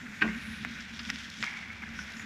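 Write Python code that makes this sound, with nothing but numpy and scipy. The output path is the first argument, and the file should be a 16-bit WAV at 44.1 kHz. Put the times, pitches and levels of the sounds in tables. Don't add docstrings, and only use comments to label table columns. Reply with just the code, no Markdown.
import sys
import numpy as np
from scipy import signal
from scipy.fft import rfft, irfft, next_fast_len
from scipy.io import wavfile
from scipy.ndimage import uniform_filter1d

SR = 44100
rng = np.random.default_rng(int(sys.argv[2]) if len(sys.argv) > 2 else 0)


def inscribe(sig):
    pcm = np.round(np.clip(np.atleast_2d(sig).T, -1, 1) * 32767)
    wavfile.write(sys.argv[1], SR, pcm.astype(np.int16))


N = 99225
T = np.arange(N) / SR

# pitch in Hz, relative level in dB.
RUMBLE_COLOUR = [(20, -10), (42, -16), (66, -17), (92, 0), (130, -4.5), (200, 2.5), (255, -1.5),
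                 (310, -12.5), (480, -20.5), (900, -31.5), (2000, -41)]
FAR_PLAY_COLOUR = [(150, -10), (350, -0.5), (520, -6), (900, 0), (1300, -1.5)]
THUD_COLOUR = [(30, -27.5), (70, -12.5), (92, -23), (120, -6), (165, -8), (205, -11.5), (250, -1.5),
               (285, -13.5), (350, -25), (460, -28.5), (900, -59)]
SKATING_COLOUR = [(300, -67), (550, -13.5), (900, -20), (1220, -7), (1480, 4), (1900, 3), (2350, 2),
                  (2750, -5), (3400, -25), (4200, -18.5), (5700, -34), (7400, -30.5), (8300, -30.5),
                  (11500, -37), (15000, -32)]
SCRAPING_COLOUR = [(400, -43), (1200, -4), (2600, 2.5), (3400, 10.5), (4200, 1), (5500, 3.5), (6600, -2.5),
                   (7500, -7.5), (8400, -15.5), (11000, -18), (15000, -37.5)]
ECHO_COLOUR = [(200, 1), (450, -41), (1000, -7.5), (1600, -9), (2700, -1), (4000, -2.5), (8000, -18)]
CLASH_COLOUR = [(350, -45), (800, -11.5), (1300, -11.5), (1900, -2), (2250, 4), (2450, -5.5), (2750, -10),
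                (4000, -35), (8000, -50)]
CLACK_COLOUR = [(150, -30), (450, -7.5), (900, -5), (1450, 4), (2200, 1), (2900, 0.5), (4000, -3.5),
                (5300, 0.5), (6600, -9.5), (7600, -10.5), (8600, -28), (10200, -19), (15000, -25)]
HOLLOW_COLOUR = [(100, -19.5), (160, 4), (320, -0.5), (520, -7.5), (1000, -4.5), (1400, -8.5), (2500, -32)]
KNOCK_COLOUR = [(120, -13.5), (310, 2), (520, -25.5), (1080, -8.5), (1300, -8.5), (1580, 2.5), (2050, -6),
                (2480, 1.5), (2850, -9), (3300, -17.5), (4600, -24.5), (6500, -44), (9000, -49),
                (15000, -78)]

# time in seconds, level in dB.
DRONE_LEVELS = [(0, -71), (.5, -53), (.8, -59.5), (1.13, -52), (1.35, -65), (1.58, -62.5), (1.7, -56.5),
                (2.02, -51.5), (2.15, -63)]
FAR_PLAY_LEVELS = [(0, -60), (.3, -60.5), (.8, -61.5), (1.35, -63), (1.8, -58.5), (2.25, -58)]
SKATING_LEVELS = [(0, -48), (.19, -48), (.33, -44), (.5, -47.5), (.78, -44.5), (.88, -48.5), (1.15, -46.5),
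                  (1.36, -48.5), (1.52, -47.5), (1.76, -48.5), (1.98, -46.5), (2.25, -46.5)]
SCRAPING_LEVELS = [(0, -57), (.3, -54.5), (.7, -52.5), (.92, -52.5), (1.06, -46.5), (1.18, -48),
                   (1.32, -51), (1.44, -47), (1.56, -50), (1.7, -56.5), (1.88, -55.5), (2.0, -53),
                   (2.25, -54)]

# pitch in Hz, width in Hz, level in dB.
HUM_NOTES = [(216.1, 9.1, -62.5), (229.8, 5.8, -56)]
# peak time in seconds, level in dB, panel pitch in Hz.
THUDS = [(0.03, -44.5, 245.3), (0.087, -42, 211.4), (.372, -40, 239), (.482, -43, 217),
         (0.616, -40.5, 220.5), (0.668, -42, 233), (.71, -49, 223.5), (.801, -51, 243),
         (0.939, -49.5, 221.4), (1.01, -45, 228.3), (1.09, -40, 209.7), (1.136, -40.5, 214.7),
         (1.236, -53, 221.6), (1.41, -41.5, 224.6), (1.829, -46.5, 209.4), (1.905, -46.5, 224.4),
         (1.987, -45.5, 206.7), (2.176, -47.5, 220.5), (2.239, -46.5, 218)]
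# middle and half length in seconds, pitch and width in Hz,
# level in dB.
SKATE_STROKES = [(0.22, 0.34, 6700, 1300, -64), (0.24, 0.29, 11000, 4000, -72.5),
                 (0.42, 0.05, 4000, 1800, -57.5), (0.49, 0.12, 10050, 1900, -62),
                 (0.63, 0.27, 3700, 786, -55.5), (1.425, 0.033, 7100, 890, -57.5),
                 (1.998, 0.034, 5630, 690, -50), (2.001, 0.047, 9800, 2800, -68),
                 (2.195, 0.047, 6800, 630, -58), (2.18, 0.07, 10600, 2940, -69.5)]
# start in seconds, level in dB, low edge, high edge and blade pitch in Hz,
# ring and chatter in dB next to the click, fade time in seconds. A fade time is the time to fall 60 dB.
CLACKS = [(0.2774, -36, 900, 2270, 1990, -8, -14, .05), (0.2874, -33.5, 1210, 2450, 2140, -7, -7, 0.074),
          (0.6489, -29.5, 248, 2560, 2070, -31, -21.5, 0.019),
          (0.8047, -45.5, 3500, 9000, 5170, -35, -3, 0.043), (0.9358, -45, 990, 3000, 1690, -16, 1, .04),
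          (0.9917, -34, 1480, 5700, 3110, -14, 3, 0.059), (1.051, -40, 2020, 5000, 3430, -19, -8, 0.036),
          (1.0899, -39, 1200, 2800, 2280, -20, -10, 0.035),
          (1.0954, -33.5, 1230, 3070, 2040, -20, -12, 0.046),
          (1.1012, -26, 945, 11900, 1890, -24, -18, 0.02),
          (1.159, -38.5, 1480, 6000, 2370, -33, -19, 0.024),
          (1.3005, -43, 2500, 13100, 4360, -26, -8, .022),
          (1.4271, -28, 480, 5730, 1950, -29.5, -23.5, 0.028),
          (1.432, -31, 900, 2800, 2384, -4, -18, 0.062), (1.4375, -31, 990, 2660, 1700, -36, -18, 0.04),
          (1.4423, -33, 1080, 10000, 2310, -27, -27.5, 0.026),
          (1.4743, -35, 1020, 2400, 2230, -18, -19, 0.026),
          (1.4772, -35.5, 1210, 2620, 2140, -13, -31, 0.036), (1.57, -37, 1180, 2542, 2284, -1, -1, 0.048),
          (1.628, -38.5, 1220, 2340, 2045, -2, -5, .06), (1.703, -38, 1210, 2350, 2210, -8, -15, 0.074),
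          (1.821, -40.5, 1390, 2420, 2320, -16, -7, 0.04), (1.8285, -37.5, 990, 2600, 2125, -8, -5, 0.045),
          (1.836, -37.5, 890, 2980, 1640, -23, -14, 0.027), (1.89, -49.5, 1660, 9050, 5850, -24, -17, .015),
          (1.9902, -33, 940, 4000, 1490, -10, -10.5, 0.021),
          (2.121, -48, 3540, 11000, 5950, -33, -12, 0.014), (2.137, -46.5, 2500, 5000, 3800, -19, -9, .03),
          (2.169, -49, 3000, 8000, 5560, -31, -12, 0.013),
          (2.1962, -36.5, 1280, 2620, 1870, -27, -14.5, 0.028)]
# start in seconds, strength in dB,
# travel time at 1000 Hz in seconds.
BENDING_WAVES = [(0.2076, -34.5, 0.008), (0.2147, -27, 0.0055), (0.222, -23.5, 0.00019),
                 (0.2255, -29, 0.00037)]
# pitch in Hz, level in dB, then fade time, delay and
# rise time in seconds.
BOARD_NOTES = [(62.7, -38, 0.57, 0.0205, 0.033), (189, -29.5, 0.2, 0.057, 0.015),
               (219.7, -20, 0.29, 0.01, 0.023), (303, -20, 0.11, 0.007, 0.016),
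               (352.3, -38, 0.34, 0.012, 0.013), (428, -38.5, 0.31, 0.0037, 0.0032),
               (1100, -32.5, 0.13, 0, 0.0022), (1454, -28, 0.19, 0.0017, 0.0017),
               (1584, -30, 0.21, 0, 0.0018), (1870, -35, 0.28, 0.005, 0.0014),
               (2390, -29, 0.088, 0.0063, .002), (2765, -38, 0.18, 0.00039, 0.0018)]

KNOCK_S = .2215


def from_db(db):
    return 10 ** (np.asarray(db) / 20)


def rms_one(x):
    return x / np.sqrt(np.mean(x ** 2) + 1e-20)


def steady(x):
    local_power = uniform_filter1d(np.abs(signal.hilbert(x)) ** 2, size=2000)
    return rms_one(x / np.sqrt(local_power))


def level(rows):
    return from_db(np.interp(T, *np.transpose(rows)))


def dying(t, fade_s):
    return (t >= 0) * np.exp(-np.log(1000) * np.maximum(t, 0) / fade_s)


def swell(at, rise_s, fade_s):
    return np.exp(np.minimum(T - at, 0) / rise_s) * dying(np.maximum(T - at, 0), fade_s)


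def coloured(x, colour):
    size = 2 * next_fast_len(len(x))
    hz, db = np.transpose(colour)
    grid = np.maximum(np.arange(size // 2 + 1) * SR / size, 1)
    curve_db = np.interp(np.log(grid), np.log(hz), db) - 18 * np.maximum(np.log2(grid / hz[-1]), 0)
    cepstrum = irfft(np.log(from_db(curve_db)))
    cepstrum[1:size // 2] *= 2
    cepstrum[size // 2 + 1:] = 0
    return irfft(rfft(x, size) * np.exp(rfft(cepstrum)))[:len(x)]


def coloured_noise(colour):
    return rms_one(coloured(rng.standard_normal(N), colour))


def narrow_noise(hz, width_hz):
    grid = np.arange(N // 2 + 1) * SR / N
    peak = 1 / (1 + 2 * ((grid - hz) / width_hz) ** 2)
    return rms_one(irfft(rfft(rng.standard_normal(N)) * peak, N))


def hum():
    rumble = from_db(-53.5) * coloured_noise(RUMBLE_COLOUR)
    drone = level(DRONE_LEVELS) * steady(narrow_noise(hz=73.2, width_hz=7.9))
    notes = sum(from_db(db) * steady(narrow_noise(hz, width_hz)) for hz, width_hz, db in HUM_NOTES)
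    return rumble + drone + notes


def far_play():
    return level(FAR_PLAY_LEVELS) * coloured_noise(FAR_PLAY_COLOUR)


def thuds():
    rumble = from_db(-5) * steady(coloured_noise(THUD_COLOUR))
    tones, power = 0, 0
    for at, db, hz in THUDS:
        shape = from_db(db) * swell(at, rise_s=.018, fade_s=.23)
        tones += shape * np.sqrt(2) * np.sin(2 * np.pi * hz * (T - at))
        power += shape ** 2
    return tones + rumble * np.sqrt(power)


def crunch(colour, grit, grains_per_s=1500, flutter_db=1.37, flutters_per_s=44.51):
    sizes = from_db(-.5 * np.minimum(rng.exponential(1, N), 4))
    signs = rng.choice([-1, 1], N)
    grains = rms_one(sizes * signs * (rng.random(N) < grains_per_s / SR))
    hiss = np.sqrt(1 - grit ** 2) * rng.standard_normal(N)
    wander = rms_one(np.interp(T * flutters_per_s, np.arange(1000), rng.standard_normal(1000)))
    return rms_one(coloured((grit * grains + hiss) * from_db(flutter_db * wander), colour))


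def skates():
    out = level(SKATING_LEVELS) * crunch(SKATING_COLOUR, grit=.36)
    out += level(SCRAPING_LEVELS) * crunch(SCRAPING_COLOUR, grit=.88)
    for at, half_length, hz, width_hz, db in SKATE_STROKES:
        shape = np.exp(-((T - at) / half_length) ** 2)
        out += from_db(db) * shape * narrow_noise(hz, width_hz)
    return out


def hall_echo(x, rise_s=.014):
    tail = rng.standard_normal(N) * dying(T, fade_s=4) * (1 - np.exp(-T / rise_s))
    tail = coloured(tail / np.linalg.norm(tail), ECHO_COLOUR)
    return from_db(-6.5) * signal.fftconvolve(x, tail)[:N]


def clash_ring(start_s=1.428, rise_s=.0047):
    t = np.maximum(T - start_s, 0)
    shape = (1 - np.exp(-t / rise_s)) * dying(t, fade_s=1.35)
    return from_db(-38) * shape * coloured_noise(CLASH_COLOUR)


def clacks(snap_db=-14.5):
    out, t = np.zeros(N + SR), T[:SR // 10]
    for at, db, low_hz, high_hz, blade_hz, ring_db, chatter_db, fade_s in CLACKS:
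        chatter = from_db(chatter_db) * rng.standard_normal(len(t))
        ring = from_db(ring_db) * np.cos(2 * np.pi * blade_hz * t)
        hit = (chatter + ring) * dying(t, fade_s)
        hit[0] += 1
        hit = coloured(hit, CLACK_COLOUR)
        dulled = signal.sosfilt(signal.butter(3, high_hz, fs=SR, output="sos"), hit)
        hit = dulled + from_db(snap_db) * hit
        hit = signal.sosfilt(signal.butter(2, low_hz, "high", fs=SR, output="sos"), hit)
        hit /= np.sqrt(np.sum(hit ** 2) / (.005 * SR))
        start = int(at * SR)
        out[start:start + len(t)] += from_db(db) * hit
    return out[:N]


def hollow(delay_s=.024):
    shape = swell(KNOCK_S + delay_s, rise_s=.018, fade_s=.27) * (T > KNOCK_S)
    return from_db(-36.5) * shape * coloured_noise(HOLLOW_COLOUR)


def knock():
    crack = swell(KNOCK_S, rise_s=.0038, fade_s=.028)
    rattle = from_db(-5) * dying(T - KNOCK_S, fade_s=.14)
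    force = from_db(-22.5) * (crack + rattle) * rng.standard_normal(N)
    grid = np.arange(N // 2 + 1) * SR / N
    for at, db, travel_s in BENDING_WAVES:
        cycles = grid * at + 2 * travel_s * np.sqrt(1000 * grid)
        force += from_db(db) * np.sqrt(.005 * SR) * irfft(np.exp(-2j * np.pi * cycles), N)
    filter_gain = np.linalg.norm(coloured(signal.unit_impulse(N), KNOCK_COLOUR))
    out = coloured(force, KNOCK_COLOUR) / filter_gain
    for hz, db, fade_s, delay_s, rise_s in BOARD_NOTES:
        t = np.maximum(T - KNOCK_S - delay_s, 0)
        shape = (1 - np.exp(-t / rise_s)) * dying(t, fade_s)
        out += from_db(db) * shape * np.sin(2 * np.pi * hz * t)
    return out


def scene():
    hits = knock() + hollow() + clacks()
    return (hits + hall_echo(hits) + clash_ring() + skates() + far_play() + thuds() + hum())[None]


def record(dry, cutoff_hz=15000):
    return signal.sosfilt(signal.ellip(10, .2, 80, cutoff_hz, fs=SR, output="sos"), dry)


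dry = scene()
out = record(dry)
inscribe(out)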